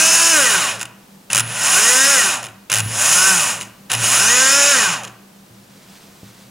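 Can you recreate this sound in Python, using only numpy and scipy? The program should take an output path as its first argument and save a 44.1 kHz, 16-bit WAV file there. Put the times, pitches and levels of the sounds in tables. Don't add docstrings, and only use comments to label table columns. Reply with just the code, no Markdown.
import sys
import numpy as np
from scipy import signal
from scipy.fft import rfft, irfft
from scipy.io import wavfile
from scipy.ndimage import uniform_filter1d, minimum_filter1d

SR = 44100
rng = np.random.default_rng(int(sys.argv[2]) if len(sys.argv) > 2 else 0)


def generate_wav(signal):
    frames = np.transpose(np.atleast_2d(signal))
    scaled = np.clip(frames, -1, 1) * 32767
    pcm = np.round(scaled).astype(np.int16)
    wavfile.write(sys.argv[1], SR, pcm)


def elevation(decibels):
    levels = np.asarray(decibels, float)
    return 10 ** (levels / 20)


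N = 286650
TIME = np.arange(N) / SR
SIZE = 16384
FREQ = np.arange(SIZE // 2 + 1) * SR / SIZE


def unit(x):
    return x / np.sqrt(np.mean(x ** 2))


def shape(x, gain):
    cep = irfft(np.log(gain + 1e-9), SIZE)
    cep[1:SIZE // 2] *= 2
    cep[SIZE // 2 + 1:] = 0
    response = irfft(np.exp(rfft(cep)), SIZE)
    return signal.fftconvolve(np.atleast_2d(x), response[None], axes=1)[:, :N].reshape(np.shape(x))


def colour(points):
    hz, db = np.transpose(points)
    return elevation(np.interp(np.log(FREQ + 1), np.log(hz), db))


def peak(hz, width_hz):
    return 1 / (1 + ((FREQ - hz) / (width_hz / 2)) ** 2)


def walk(rate):
    steps = rng.standard_normal(int(8 * rate * N / SR) + 9)
    steps = uniform_filter1d(uniform_filter1d(steps, size=8), size=8)
    return np.interp(np.linspace(0, len(steps) - 1, N), np.arange(len(steps)), unit(steps))


def law(table, speed):
    hz, *columns = np.transpose(table)
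    return np.array([np.interp(speed, hz, c) for c in columns])


def through(path, bed_db, hz):
    power = sum(elevation(db) ** 2 / (1 + ((hz - f) / (w / 2)) ** 2) ** 2 for f, w, db in path)
    return np.sqrt(elevation(bed_db) ** 2 + power)


# [f/Hz, level/dB per Hz]
AIR_COLOUR = [(20, -23), (50, -17), (90, -17.5), (160, -4), (240, -8.5), (400, -13.5), (750, -16),
              (2000, -24), (4800, -25), (16000, -29)]
# [f/Hz, level/dB]
AIR_SIDE = [(60, -22), (200, -16), (400, -5.5), (800, -1.5), (2400, -1.5), (4400, -5.5), (8000, -7),
            (15000, -21)]
# pitch [f/Hz], its drift [Hz/s], loudness [level/dB]
HUM_HZ = [194.02, 199.79]
HUM_DRIFT = [-0.025, 0.025]
HUM_LEVEL = [-52.5, -53.5]


def room():
    air_db, crest_s = -47.5, 5.753
    mid, side = rng.standard_normal((2, N))
    difference = shape(side, colour(AIR_SIDE)) * np.array([[1], [-1]])
    air = shape(mid * elevation(1.0 * walk(3.77)) + difference, colour(AIR_COLOUR))
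    since = TIME - crest_s
    hums = sum(elevation(db) * np.sqrt(2) * np.sin(2 * np.pi * (hz + drift * since / 2) * since)
               for hz, drift, db in zip(HUM_HZ, HUM_DRIFT, HUM_LEVEL))
    return unit(air) * elevation(air_db) + hums * elevation(walk(10))


def walls(x):
    t60_s, level_db = 0.58, -6.5
    t = np.arange(SR // 2) / SR
    decay = np.exp(-np.log(1000) * t / t60_s) * (t > .003)
    mid, side = rng.standard_normal((2, len(t))) * decay
    tail = (mid + 0.25 * side * np.array([[1], [-1]])) / np.sqrt(np.sum(mid ** 2))
    dull = shape(x, colour([(80, -14), (400, -2), (1200, 0), (2830, -6), (8000, -26)]))
    return elevation(level_db) * signal.fftconvolve(dull[None], tail, axes=1)[:, :N]


# [f/Hz, level/dB]
NEAR_DIFFERENCE = [(60, -29), (200, -25), (700, -12.5), (2400, -16.5), (5000, -16.5), (7500, -20),
                   (9000, -45), (15000, -35.5)]


def nearby(x):
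    turn_rad = -1.8
    response = np.roll(irfft(colour(NEAR_DIFFERENCE) * np.exp(1j * turn_rad), SIZE), SIZE // 2)
    return signal.fftconvolve(x, response)[SIZE // 2:SIZE // 2 + N] * np.array([[1], [-1]])


# [t/s, level/dB, rise/dB per s, fall/dB per s]
STROKES = [
    (5.94, -47.5, 26, 45),
    (6.274, -52.5, 130, 95),
    (6.43, -51, 80, 120),
]


def sleeve():
    grains = rng.standard_normal(N) * elevation(1.1 * walk(55) + 1.2 * walk(700))
    cloth = colour([(300, -9), (1500, -5.5), (4500, -6.5), (8500, -10.0), (12000, -20.0)])
    strokes = sum(elevation(db - np.maximum(rise * (s - TIME), fall * (TIME - s))) for s, db, rise, fall in STROKES)
    return unit(shape(grains, cloth)) * strokes


# [t/s, level/dB]
THUMPS = [
    (5.511, -48),
    (6.233, -30.5),
    (6.44, -60),
]
THUMP_DRONE = [-45.5, -43.5, -48]


def shaking():
    speed, coast, running, settings = drive()
    drone_db = settings[4]
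    free = np.minimum(coast, 1)
    driven = through([(55.6, 19, 0)], -18, speed) * elevation(drone_db - np.clip(speed - 190, 0, None) * 0.14)
    coasting = through([(96, 43, -46)], -48, speed)
    force = running * ((1 - free) * driven + free * coasting)
    keep = np.exp(-np.log(1000) / (0.3 * SR))
    after = sum(elevation(db) * (TIME > s) * keep ** (0.4 * SR * np.clip(TIME - s, 0, None))
                for (s, _), db in zip(THUMPS, THUMP_DRONE))
    ringing = signal.lfilter([1 - keep], [1, -keep], force) + uniform_filter1d(after, size=900)
    return ringing * elevation(walk(7))


def table():
    mode_hz, width_hz = 115, 8
    wobble = 2 * np.pi * np.cumsum(mode_hz + 3.66 * walk(13.9)) / SR
    wood = colour([(20, -18), (60, -10), (118, 1.5), (260, -5), (420, -30), (900, -27)])
    shudder = unit(shape(rng.standard_normal(N), wood))
    drone = shaking() * (np.sqrt(2) * np.sin(wobble) + elevation(-8) * shudder)
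    push = sum(elevation(db) * np.exp(-((TIME - s) / 0.00056) ** 2) for s, db in THUMPS)
    ring = shape(push, np.sqrt(peak(mode_hz, width_hz) + 0.15 * peak(280, 160)))
    return drone + push - uniform_filter1d(push, size=500) + elevation(8) * ring


def hand(x):
    start_s, end_s, shade_hz, shade_db = 4.25, 5.45, 8600, -3.5
    over = uniform_filter1d(1. * (TIME > start_s) * (TIME < end_s), size=9000)
    shaded = shape(x, colour([(shade_hz, 0), (shade_hz * 0.89, shade_db)]))
    return x + over * (shaded - x)


# [t/s, level/dB]
SLACK_TAKEN = [
    (1.3024, -14),
    (2.6987, -18),
    (3.9003, -24),
]


def clutch():
    mode_hz, t60_s = 2710, 0.026
    out = np.zeros(N)
    for s, db in SLACK_TAKEN:
        t = np.clip(TIME - s, 0, None)
        out += elevation(db) * np.exp(-np.log(1000) * t / t60_s) * np.sin(2 * np.pi * mode_hz * t)
    return out


# [f/Hz, width/Hz, level/dB]
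SHELL_MODES = [(608, 72, -13), (989, 48, -9.5), (1144, 29, -10), (1464, 185, -6.5), (1575, 116, -11),
               (1860, 130, -7.5), (2518, 110, -3), (2880, 190, -3.5), (3800, 130, -11.5), (5277, 165, -0.5),
               (6140, 360, -1), (6884, 430, 3.5), (7480, 290, -3.5), (8430, 270, -4), (9480, 330, -3),
               (9980, 296, 2.5), (13800, 1600, -17)]
# [f/Hz, level/dB]
SHELL_BED = [(30, -81), (90, -37), (180, -13), (300, -35.5), (800, -12), (2150, -13), (4400, -14),
             (9000, -6), (11000, -16), (12000, -42), (16000, -46.5)]


def housing():
    whole = np.sqrt(colour(SHELL_BED) ** 2 + sum(elevation(db) ** 2 * peak(hz, w) for hz, w, db in SHELL_MODES))
    whole *= (FREQ / 110) ** 2 / np.sqrt(1 + (FREQ / 110) ** 4)
    dull = 1 / np.sqrt(1 + (FREQ / 4200) ** 12)
    return whole, whole * dull, whole * np.sqrt(1 - dull ** 2)


# [t/s, peak level/dB]
LONE_KNOCKS = [(0.8125, -12), (0.853, -19.5), (1.3023, -29), (1.3129, -18), (1.3204, -13), (1.3302, 2),
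               (2.485, -31), (2.6988, -9), (3.6037, -20), (3.6514, -32), (3.8995, -17.5), (3.906, -19),
               (3.916, 0.5), (3.9298, -6), (3.9359, -2), (3.949, -7), (5.0734, -26), (5.078, -25)]
# [first t/s, last t/s, first level/dB, last level/dB]
KNOCK_RUNS = [
    (0.7943, 0.828, -21, -11),
    (1.3472, 1.4045, 0.5, -1),
    (2.4286, 2.4663, -17, -21.5),
    (2.7169, 2.802, 0, -4),
    (3.61, 3.6334, -13, -22.5),
    (5.034, 5.0494, -18.5, -17.5),
]


def knocks():
    rate_hz, slip_s, scatter_db = 107, 0.0008, 0.5
    rows = [np.array(LONE_KNOCKS)]
    for first, last, first_db, last_db in KNOCK_RUNS:
        place = np.linspace(0, 1, round((last - first) * rate_hz) + 1)
        slip, scatter = rng.standard_normal((len(place), 2)).T
        times = first + place * (last - first) + slip_s * slip * (place > 0)
        levels = first_db + place * (last_db - first_db) + scatter_db * scatter
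        rows.append(np.transpose([times, levels]))
    return np.concatenate(rows)


def pawl():
    whole, dull, bright = housing()
    t = np.arange(800) / SR
    click_fade = (1 - np.exp(-t / .001)) * (np.exp(-t / .0016) + .1 * np.exp(-t / .007))
    thud_fade = (1 - np.exp(-t / .0009)) * np.exp(-t / .004)
    clicks, thuds = np.zeros((2, N))
    for s, db in knocks():
        i = int(s * SR)
        chatter = rng.standard_normal((2, len(t)))
        chatter = chatter / np.sqrt(uniform_filter1d(chatter ** 2, size=90))
        clicks[i:i + len(t)] += elevation(db) * chatter[0] * click_fade
        thuds[i:i + len(t)] += elevation(-16 + 0.74 * db) * chatter[1] * thud_fade
    click_gain = unit(bright * colour([(10000, 2.5), (13000, 4.5)]))
    return elevation(-1.5) * shape(clicks, click_gain) + elevation(5.0) * shape(thuds, unit(dull))


# [t/s, turns f/Hz]
ROTOR_SPEED = [
    [(0.0, 314.5), (0.088, 327.5), (0.304, 334.5), (0.366, 305), (0.462, 243.5), (0.586, 172.5),
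     (0.75, 90.6), (0.87, 30)],
    [(1.301, 46), (1.46, 60), (1.702, 147.4), (1.804, 209.3), (1.9, 246), (2.105, 285), (2.144, 272),
     (2.32, 158.7), (2.5, 45)],
    [(2.699, 45), (2.87, 60), (3.092, 153.4), (3.16, 177), (3.268, 193.5), (3.325, 188.5), (3.394, 160.5),
     (3.53, 105.3), (3.67, 39)],
    [(3.899, 36), (4.0, 66), (4.23, 201), (4.312, 239), (4.406, 260.4), (4.572, 280.6), (4.714, 287),
     (4.836, 208), (5.1, 49)],
]
# [slack rattles until t/s, its rumble level/dB, effort level/dB, supply whistle level/dB,
# table drone level/dB]
BURST_LEVELS = [
    (0.01, -32, -0.5, -36, -35),
    (1.41, -31, 1.5, -29.5, -31.5),
    (2.81, -30, 2.5, -30, -25.5),
    (3.956, -27.5, 1, -27, -22.5),
]
# [gears sound faster by f/Hz when driven, by f/Hz when coasting,
# whine level/dB, brushes level/dB]
LINE_PULL = [(7, 3.5, 0.5, 1), (2, -25, 0, 0), (9.5, 6, 2.5, 0.5), (39, -29, 1, 0)]
CASE_RUMBLE = [0.5, -2, -4.5, -1.5]


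def drive():
    let_go_s, after_stop_db_s = 0.05, -300
    speed = uniform_filter1d(np.interp(TIME, *np.transpose(sum(ROTOR_SPEED, []))), size=1200)
    on, off = np.array([(rows[0][0], rows[-1][0]) for rows in ROTOR_SPEED]).T
    top = np.array([max(rows, key=lambda row: row[1])[0] for rows in ROTOR_SPEED])
    which = np.clip(np.searchsorted(on, TIME, side="right") - 1, 0, None)
    coast = np.clip((TIME - top[which]) / let_go_s, 0, None)
    running = elevation(after_stop_db_s * np.clip(TIME - off[which], 0, None))
    speed = np.where(TIME > off[which], np.minimum(speed, 45), speed)
    return speed, coast, running, np.column_stack([BURST_LEVELS, LINE_PULL, CASE_RUMBLE])[which].T


# [multiple of rotor speed, level/dB]
ORDERS = [(3, -1), (4, 3), (5, 7), (7, 5), (9, -2), (10, -3), (11, -1), (12, -3), (13, 5), (14, 4),
          (15, -8), (16, 1), (17, 0), (18, -6), (19, 2), (20, -5), (21, -4), (22, -6), (23, -6), (24, -7),
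          (25, -7), (26, -7), (27, -1), (28, 5)]


def rotor_orders(turn, speed, free):
    orders = np.zeros(N)
    for k, db in ORDERS:
        level = elevation(db - 0.45 * k * free + 1.8 * walk(14))
        mesh = np.clip(speed / 175, 0, 1) ** (k / 4)
        slip = .4 * walk(15) + .002 * k * k * free * walk(60)
        orders += level * mesh * np.sin(k * turn + slip)
    unbalance = np.clip(speed / 258, 0, 1) ** 2.2
    return orders + elevation(16.5 + 2.7 * walk(14)) * unbalance * np.sin(turn)


# [f/Hz, width/Hz, level/dB]
MAGNET_MODES = [(410, 70, -35.5), (500, 67, -30.5), (576, 58, -25), (638, 70, -28.5)]
SIXTH_MODES = [(1140, 160, -29), (1590, 170, -18), (1830, 60, -24)]
EIGHTH_MODES = [(1150, 200, -28), (1520, 150, -18), (1900, 200, -18), (2280, 120, -29), (2580, 260, -22)]


def brushes(turn, speed):
    out = elevation(1.8 * walk(16)) * through(MAGNET_MODES, -45, 2 * speed) * np.sin(2 * turn)
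    for k, path in [(6, SIXTH_MODES), (8, EIGHTH_MODES)]:
        out += elevation(1.4 * walk(20)) * through(path, -40.5, k * speed) * np.sin(k * turn)
    return out * np.clip(speed / 110, 0, 1) ** 2


def supply_whistle(turn):
    chop = 2 * np.pi * 10037 * TIME
    above = elevation(3) * np.sin(chop + 2 * turn)
    below = elevation(-5) * np.sin(chop - 2 * turn)
    return above + below + elevation(-14) * np.sin(chop)


# [turns f/Hz, gear hiss level/dB, case rumble level/dB, whine level/dB]
DRIVEN_LEVELS = [(40, -25, -38, -33), (56.6, -43.5, -35.5, -28), (129.6, -19, -21, -21.5),
                 (180, -16, -17.5, -34.5), (270, -15.5, -20.5, -24.5), (340, -13.5, -20.5, -23.5)]
COASTING_LEVELS = [(35, -52, -50, -29), (75.7, -41, -37.5, -28), (119.3, -25, -23, -25.5),
                   (178, -18.5, -19.5, -28), (250, -15.5, -20, -22.5), (330, -13.5, -22.5, -16)]


def motor():
    whole, dull, bright = housing()
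    speed, coast, running, settings = drive()
    slack_s, slack_db, effort_db, whistle_db, _, pull, drag, whine_db, brush_db, rumble_db = settings
    turn = 2 * np.pi * np.cumsum(speed * (1 + .002 * walk(30))) / SR
    free = np.minimum(coast, 1)
    driven, coasting = law(DRIVEN_LEVELS, speed + pull), law(COASTING_LEVELS, speed + drag)
    hiss, rumble, whine = running * elevation(effort_db + (1 - free) * driven + free * coasting)
    slack = uniform_filter1d((TIME < slack_s) * elevation(slack_db), size=400)
    rumble = rumble * elevation(rumble_db) + slack

    teeth = rng.standard_normal(N) * (1 + 0.17 * np.cos(2 * turn)) * elevation(0.52 * walk(76.7) + 0.32 * walk(1100))
    gears = shape(rumble * teeth, unit(dull)) + shape(hiss * teeth, unit(bright))
    path = whole ** 1.71 / np.sqrt(1 + (FREQ / 5900) ** 10)
    orders = rotor_orders(turn, speed, free)
    tones = shape(whine * elevation(whine_db) * orders, path) / np.std(shape(orders, path))
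    contacts = elevation(1.0) * running * elevation(brush_db) * brushes(turn, speed)

    whistle_level = running ** 2 * elevation(whistle_db - 88 * 0.05 * coast + 0.73 * walk(25.1))
    whistle = shape(supply_whistle(turn) * whistle_level, np.sqrt(peak(9740, 490)))
    return gears + tones + contacts + whistle


def scene():
    near = hand(motor() + pawl() + clutch()) + sleeve()
    top = table()
    return near + nearby(near + elevation(-0.5) * top) + walls(near) + top + room()


def band_limit(x):
    return signal.sosfilt(signal.butter(12, 16520, fs=SR, output="sos"), x)


def record(dry):
    room_left = np.minimum(1, .97 / (np.max(np.abs(dry), axis=0) + 1e-9))
    limited = dry * uniform_filter1d(minimum_filter1d(room_left, size=129), size=129)
    top_hz = 15850
    top_cut = colour([(20, 0), (top_hz, 0), (top_hz + 120, -26), (16500, -28), (17000, -60)])
    mix = shape(limited, top_cut)
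    return band_limit(mix)


dry = scene()
out = record(dry)
generate_wav(out)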